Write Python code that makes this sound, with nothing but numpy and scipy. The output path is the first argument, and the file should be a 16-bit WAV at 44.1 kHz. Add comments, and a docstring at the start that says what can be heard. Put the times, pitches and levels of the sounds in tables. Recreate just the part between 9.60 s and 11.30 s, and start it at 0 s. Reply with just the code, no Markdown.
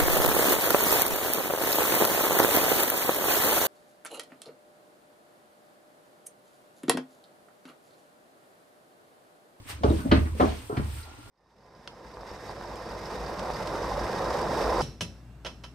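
"""Room hum and the rustle of a thin plastic bag come first, in a small kitchen, on a stereo phone microphone.
Then a wooden mallet knocks on a chopping board off to the left: noise slaps and ticks crack, decaying
sine modes ring the board, and it bounces and claps on the worktop. The hollow worktop booms on in slow low
sines. Hum and bag are coloured stereo noise in random patches; a faint fuzzy whine fades in late."""
import sys
import numpy as np
from scipy import signal
from scipy.fft import rfft, irfft, next_fast_len
from scipy.io import wavfile
from scipy.ndimage import uniform_filter1d

SR = 44100
rng = np.random.default_rng(int(sys.argv[2]) if len(sys.argv) > 2 else 0)


def waveform_to_disk(signal):
    """Save audio, clipped to [-1, 1], as 16-bit WAV at the path in sys.argv[1]."""
    frames = np.transpose(np.atleast_2d(signal))
    scaled = np.clip(frames, -1, 1) * 32767
    samples = np.round(scaled).astype(np.int16)
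    wavfile.write(sys.argv[1], SR, samples)


N = 74970  # samples, 1.7 s

# Room hum by frequency: f/Hz, relative density level/dB per Hz
HUM_COLOUR = [(25, 3), (50, -13), (105, 4.5), (170, -21), (290, -7), (450, -18.5), (750, -21.5),
              (1000, -14.5), (1400, -26.5), (3000, -32), (8000, -32), (12000, -99.5)]
# Left-right likeness of the hum: f/Hz, correlation (held within -1 to 1)
HUM_LIKENESS = [(60, 1), (380, 0.45), (2380, -0.51), (15000, -1.5)]
# Bag rustle over time: t/s, level of the fine treble/dB, level of the coarser middle/dB
BAG_LEVELS = [(0, -66, -67), (0.062, -60, -57), (0.101, -39.5, -38), (0.173, -62.5, -52.5),
              (0.214, -67, -59), (0.257, -55, -46), (0.392, -49.5, -46), (0.451, -55, -54),
              (0.602, -53, -48), (0.743, -58.5, -58.5), (0.814, -50, -41.5), (0.899, -53, -42.5),
              (1.08, -53.5, -55.5), (1.13, -57.5, -56), (1.25, -54, -51), (1.386, -47.5, -50.5),
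              (1.501, -63.5, -54.5), (1.7, -59.5, -58)]
# Fine treble of the plastic: f/Hz, relative density level/dB per Hz
BAG_TREBLE_COLOUR = [(5000, 3), (6500, -6), (8500, 13), (11500, -4), (14000, 5), (15700, -10)]
# Coarser middle of the plastic: f/Hz, relative density level/dB per Hz
BAG_MIDDLE_COLOUR = [(400, -7), (1000, -2.5), (2600, -2), (4500, -8), (7000, -14), (10000, -77)]
# Left-right likeness of the bag: f/Hz, correlation
BAG_LIKENESS = [(1000, 0.12)]
# Booms of the hollow worktop: t/s, level/dB, t60/s before each mode's share
WORKTOP_BOOMS = [(0.13, -38, 1), (0.24, -19.5, 0.38), (0.283, -16, 0.47), (0.362, -33, 0.17),
                 (0.491, -20, 0.31), (0.512, -11.5, 0.23), (0.552, -18.5, 0.87), (0.721, -23.5, 0.36),
                 (0.811, -23.5, 0.82), (0.873, -16, 0.23), (1.173, -30.5, 0.56), (1.224, -26, 0.59),
                 (1.309, -31, 0.78), (1.379, -33, 0.19)]
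# Modes of the worktop: f/Hz, relative level/dB, share of the boom's t60 [ratio]
WORKTOP_MODES = [(43.9, -24, 2.3), (75.53, 5, 0.62), (86.7, -1, 0.5), (109.4, 1, 0.24)]
# Mallet knocks: t/s, board level/dB, board lag/s, strongest board f/Hz, ring spread/octaves,
# slap level/dB, slap centre f/Hz, slap spread/octaves, slap t60/s
MALLET_KNOCKS = [(0.203, -33, 0.0075, 260, 0.48, -58, 396, 0.54, 0.037),
                 (0.746, -35, 0.0037, 207, 0.093, -40.5, 463, 0.65, 0.27),
                 (0.234, -9.5, 0.011, 332, 0.63, -14, 700, 1.14, 0.036),
                 (0.296, -14.5, 0.0097, 321, 0.37, -30.5, 780, 1.16, 0.059),
                 (0.385, -28, 0.00476, 230, 0.22, -41, 1330, 0.5, 0.18),
                 (.446, -18.5, 0.012, 229, 0.16, -35.5, 600, 0.7, 0.19),
                 (.513, -4.5, .0095, 269, 0.67, -14.5, 1100, 1, 0.041),
                 (0.54, -45, 0.0018, 293, 0.65, -33, 1750, 1.5, 0.2),
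                 (0.658, -31, 0.0013, 246, 0.26, -39, 1390, 1.2, 0.063),
                 (.799, -9.5, .027, 409, 0.39, -18.5, 950, 1.07, 0.12),
                 (1.095, -23.5, 0.00282, 396, 0.17, -37, 997, 0.74, 0.49),
                 (1.167, -17.5, 0.0095, 189.7, 0.34, -29, 1410, 1.1, 0.059)]
# Modes of the chopping board: f/Hz, relative level/dB before scatter, t60/s
BOARD_MODES = [(149.4, -2.5, 0.042), (214.8, -10.5, 0.12), (260.4, 3, 0.082), (316.7, 4, 0.088),
               (413.3, 1, 0.068), (482, 1.5, 0.055), (548.4, 2.5, 0.036), (649, -12.5, 0.27),
               (719, -5, 0.14), (864.5, 5, 0.031), (975, 3, 0.02)]
# Bright ticks of the mallet's rim and the plastic: t/s, level/dB, centre f/Hz, spread/octaves, t60/s
BRIGHT_TICKS = [(.234, -31.5, 3600, 0.94, .05), (0.295, -36.5, 3770, 0.08, 0.036),
                (0.514, -18.5, 2890, 0.98, 0.058), (0.517, -24, 1500, 0.72, 0.097),
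                (.8, -34, 2370, 1.13, 0.16), (1.168, -32.5, 2540, 1.26, 0.054),
                (1.398, -42, 1417, 0.071, 0.033), (1.429, -40, 4800, 0.25, 0.032),
                (1.454, -52, 926, 0.56, 0.52)]
# Claps of the bouncing board on the worktop: t/s, level/dB, strongest board f/Hz
BOARD_BOUNCES = [(.263, -15, 332), (.323, -19, 357), (.338, -21.5, 297), (.556, -14.5, 239),
                 (.799, -12.5, 480), (.804, -12, 855), (.815, -14.5, 396), (1.128, -24, 170),
                 (1.197, -22.5, 280)]
# Decay of the kitchen: f/Hz, t60/s
ROOM_T60 = [(60, 0.45), (300, 0.33), (1000, 0.27), (3000, 0.13)]
# Room tail over the direct sound: f/Hz, level/dB
ROOM_LEVEL = [(100, 4), (300, -13), (1000, -5), (4000, -1)]
# Stereo width of the room tail: f/Hz, side gain over mid gain [ratio]
ROOM_WIDTH = [(60, 0.24), (250, 0.48), (600, 1.2), (3000, 1.1), (9000, 2.7)]

HUM_DB, HUM_PATCHY_DB, CRINKLE_DB = -46.5, 3.0, 1.5
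WHINE_HZ, WHINE_DB, WHINE_FROM_S, WHINE_OCTAVES = 1385, -60, 1.33, .035
BOOM_RISE_S, RING_RISE_S, SLAP_RISE_S, TICK_RISE_S = .015, .003, .002, .003
CHATTER_S, CHATTER_DB = .025, -15
MODE_SCATTER_DB, BOUNCE_OCTAVES = 3.5, .76
THUD_DB_PER_OCTAVE, THUD_S = 14, .007  # extra level at the start, per octave of ring spread
LEAD_S, TICK_LEAD_S = .00038, .00003  # left microphone ahead of right
ROOM_DELAY_S, TICK_DRIER_DB = .004, 5
BASS_CUT_HZ, TOP_HZ = 36, 15700


def amp(db):
    """Decibels to amplitude."""
    return 10 ** (np.asarray(db) / 20)


def unit(x):
    """Scale a signal to rms 1."""
    return x / np.sqrt(np.mean(x ** 2) + 1e-20)


def along(points, hz):
    """Read (f/Hz, value) points at any frequency, on a log axis."""
    f, values = np.transpose(points)
    return np.interp(np.log(hz + 1), np.log(f + 1), values)


def filtered(x, response):
    """Multiply the spectrum of x by a response of frequency."""
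    n = x.shape[-1]
    padded = next_fast_len(n + 8192)
    spectrum = rfft(x, padded) * response(np.fft.rfftfreq(padded, 1 / SR))
    return irfft(spectrum, padded)[..., :n]


def bell(hz, centre_hz, octaves):
    """Gain that falls away on both sides of a centre."""
    return np.exp(-.5 * (np.log2((hz + 1) / centre_hz) / octaves) ** 2)


def patchy_noise(colour, likeness, patchy_db):
    """Stereo noise of rms 1 with random patches of gain; the mid-side balance sets the likeness."""
    noise = signal.stft(rng.standard_normal((2, N)), nperseg=256)[2]
    patches = uniform_filter1d(rng.standard_normal(noise.shape[1:]), size=12, axis=0)  # over frequency
    patches = uniform_filter1d(patches, size=3, axis=1)  # over time
    patchy = signal.istft(noise * amp(patchy_db * unit(patches)), nperseg=256)[1][:, :N]

    def mid_side_gains(hz):
        angle = np.arccos(np.clip(along(likeness, hz), -1, 1)) / 2
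        return amp(along(colour, hz)) * [np.cos(angle), np.sin(angle)]

    mid, side = filtered(patchy, mid_side_gains)
    return unit(np.array([mid + side, mid - side]))


def left_first(x, lead_s):
    """A source off to the left reaches that microphone first: a phase shift splits the lead."""
    sides = np.array([[1], [-1]])
    return filtered(x, lambda hz: np.exp(1j * np.pi * hz * lead_s * sides))


def in_room(x, lead_s, drier_db=0):
    """Direct sound plus a fresh noise tail; each frequency dies at its own speed."""
    hz, t, noise = signal.stft(rng.standard_normal((2, len(x))), SR, nperseg=256)
    decay = amp(-60 * t / along(ROOM_T60, hz)[:, None])
    tail = signal.istft(noise * decay, SR, nperseg=256)[1]
    tail = tail / np.linalg.norm(tail[0])
    tail = np.pad(tail, ((0, 0), (round(ROOM_DELAY_S * SR), 0)))
    wet = signal.fftconvolve(x[None], tail, axes=1)[:, :len(x)]

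    def mid_side_gains(f):
        return amp(along(ROOM_LEVEL, f) - drier_db) * [np.ones_like(f), along(ROOM_WIDTH, f)]

    mid, side = filtered(wet, mid_side_gains)
    return left_first(x, lead_s) + [mid + side, mid - side]


def burst(db, centre_hz, octaves, t60, rise_s):
    """Half a second of coloured noise, steeper above its centre, that rises fast and dies."""
    t = np.arange(SR // 2) / SR

    def colour(hz):
        return bell(hz, centre_hz, np.where(hz > centre_hz, octaves / 2, octaves))

    noise = unit(filtered(rng.standard_normal(len(t)), colour))
    return noise * amp(db - 60 * t / t60) * (1 - np.exp(-t / rise_s))


def board_ring(t, ring_hz, ring_octaves):
    """Decaying board modes around ring_hz, peak 1; a wider spread starts with a stronger brief thud."""
    hz, level_db, t60 = np.transpose(BOARD_MODES)[:, :, None]
    scatter_db = MODE_SCATTER_DB * rng.standard_normal(hz.shape)
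    mode_gain = amp(level_db + scatter_db - 60 * t / t60) * bell(hz, ring_hz, ring_octaves)
    ring = np.sum(mode_gain * np.sin(2 * np.pi * hz * t), axis=0)
    ring *= 1 - np.exp(-t / RING_RISE_S)
    ring *= amp(THUD_DB_PER_OCTAVE * ring_octaves * np.exp(-t / THUD_S))
    return ring / np.abs(ring).max()


def hum():
    """The room's steady hum is patchy noise; a narrow noise band, the fuzzy whine, fades in late."""
    whine = unit(filtered(rng.standard_normal(N), lambda hz: bell(hz, WHINE_HZ, WHINE_OCTAVES)))
    whine *= np.clip((np.arange(N) / SR - WHINE_FROM_S) * 10, 0, 1)  # fades in over 0.1 s
    steady = amp(HUM_DB) * patchy_noise(HUM_COLOUR, HUM_LIKENESS, HUM_PATCHY_DB)
    return steady + amp(WHINE_DB) * whine


def bag():
    """Thin plastic rustles under the hands: two noise bands follow their own levels."""
    t = np.arange(N) / SR
    times, treble_db, middle_db = np.transpose(BAG_LEVELS)
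    treble = patchy_noise(BAG_TREBLE_COLOUR, BAG_LIKENESS, CRINKLE_DB)
    middle = patchy_noise(BAG_MIDDLE_COLOUR, BAG_LIKENESS, CRINKLE_DB)
    return amp(np.interp(t, times, treble_db)) * treble + amp(np.interp(t, times, middle_db)) * middle


def worktop():
    """The hollow worktop swells and rings in low sine modes, reaching the left microphone first."""
    out = np.zeros(N + SR)
    t = np.arange(SR) / SR
    for start, db, t60 in WORKTOP_BOOMS:
        ring = sum(amp(level - 60 * t / abs(t60 * share)) * np.sin(2 * np.pi * hz * t)
                   for hz, level, share in WORKTOP_MODES)
        out[round(start * SR):][:SR] += amp(db) * ring * (1 - np.exp(-t / BOOM_RISE_S))
    return amp([[-.7], [.7]]) * left_first(out[:N], LEAD_S)  # right slightly louder


def knocks():
    """A noisy slap leads; a delayed push and sparse dying chatter ring the board's modes."""
    out = np.zeros((2, N + SR))
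    t = np.arange(SR // 2) / SR
    for start, board_db, lag, ring_hz, ring_octaves, slap_db, slap_hz, slap_octaves, slap_t60 in MALLET_KNOCKS:
        push = amp(CHATTER_DB) * rng.standard_normal(len(t)) * np.exp(-t / CHATTER_S)
        push *= rng.random(len(t)) < .01  # chatter on about one sample in a hundred
        push[round(lag * SR)] += 1
        ring = board_ring(t, ring_hz, ring_octaves)
        board = signal.fftconvolve(ring, push)[:len(t)] * amp(board_db)
        slap = burst(slap_db, slap_hz, slap_octaves, slap_t60, SLAP_RISE_S)
        out[:, round(start * SR):][:, :len(t)] += in_room(board + slap, LEAD_S)
    return out[:, :N]


def ticks():
    """Bright cracks of the mallet's rim and the plastic: noise bursts with a drier room tail."""
    out = np.zeros((2, N + SR))
    for start, db, hz, octaves, t60 in BRIGHT_TICKS:
        tick = burst(db, hz, octaves, t60, TICK_RISE_S)
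        out[:, round(start * SR):][:, :len(tick)] += in_room(tick, TICK_LEAD_S, TICK_DRIER_DB)
    return out[:, :N]


def bounces():
    """The board bounces; each clap on the worktop rings its modes anew."""
    out = np.zeros((2, N + SR))
    t = np.arange(SR // 4) / SR
    for start, db, ring_hz in BOARD_BOUNCES:
        clap = amp(db) * board_ring(t, ring_hz, BOUNCE_OCTAVES)
        out[:, round(start * SR):][:, :len(t)] += in_room(clap, LEAD_S)
    return out[:, :N]


def scene():
    """All the sounds of the kitchen, summed at the two microphones."""
    return knocks() + bounces() + ticks() + worktop() + bag() + hum()


def record(dry):
    """The phone drops the lowest bass and keeps nothing from its band limit up."""
    def response(hz):
        bass_cut = 1 / np.sqrt(1 + (BASS_CUT_HZ / (hz + 1)) ** 12)
        return (hz < TOP_HZ) * bass_cut

    return filtered(dry, response)


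dry = scene()
out = record(dry)
waveform_to_disk(out)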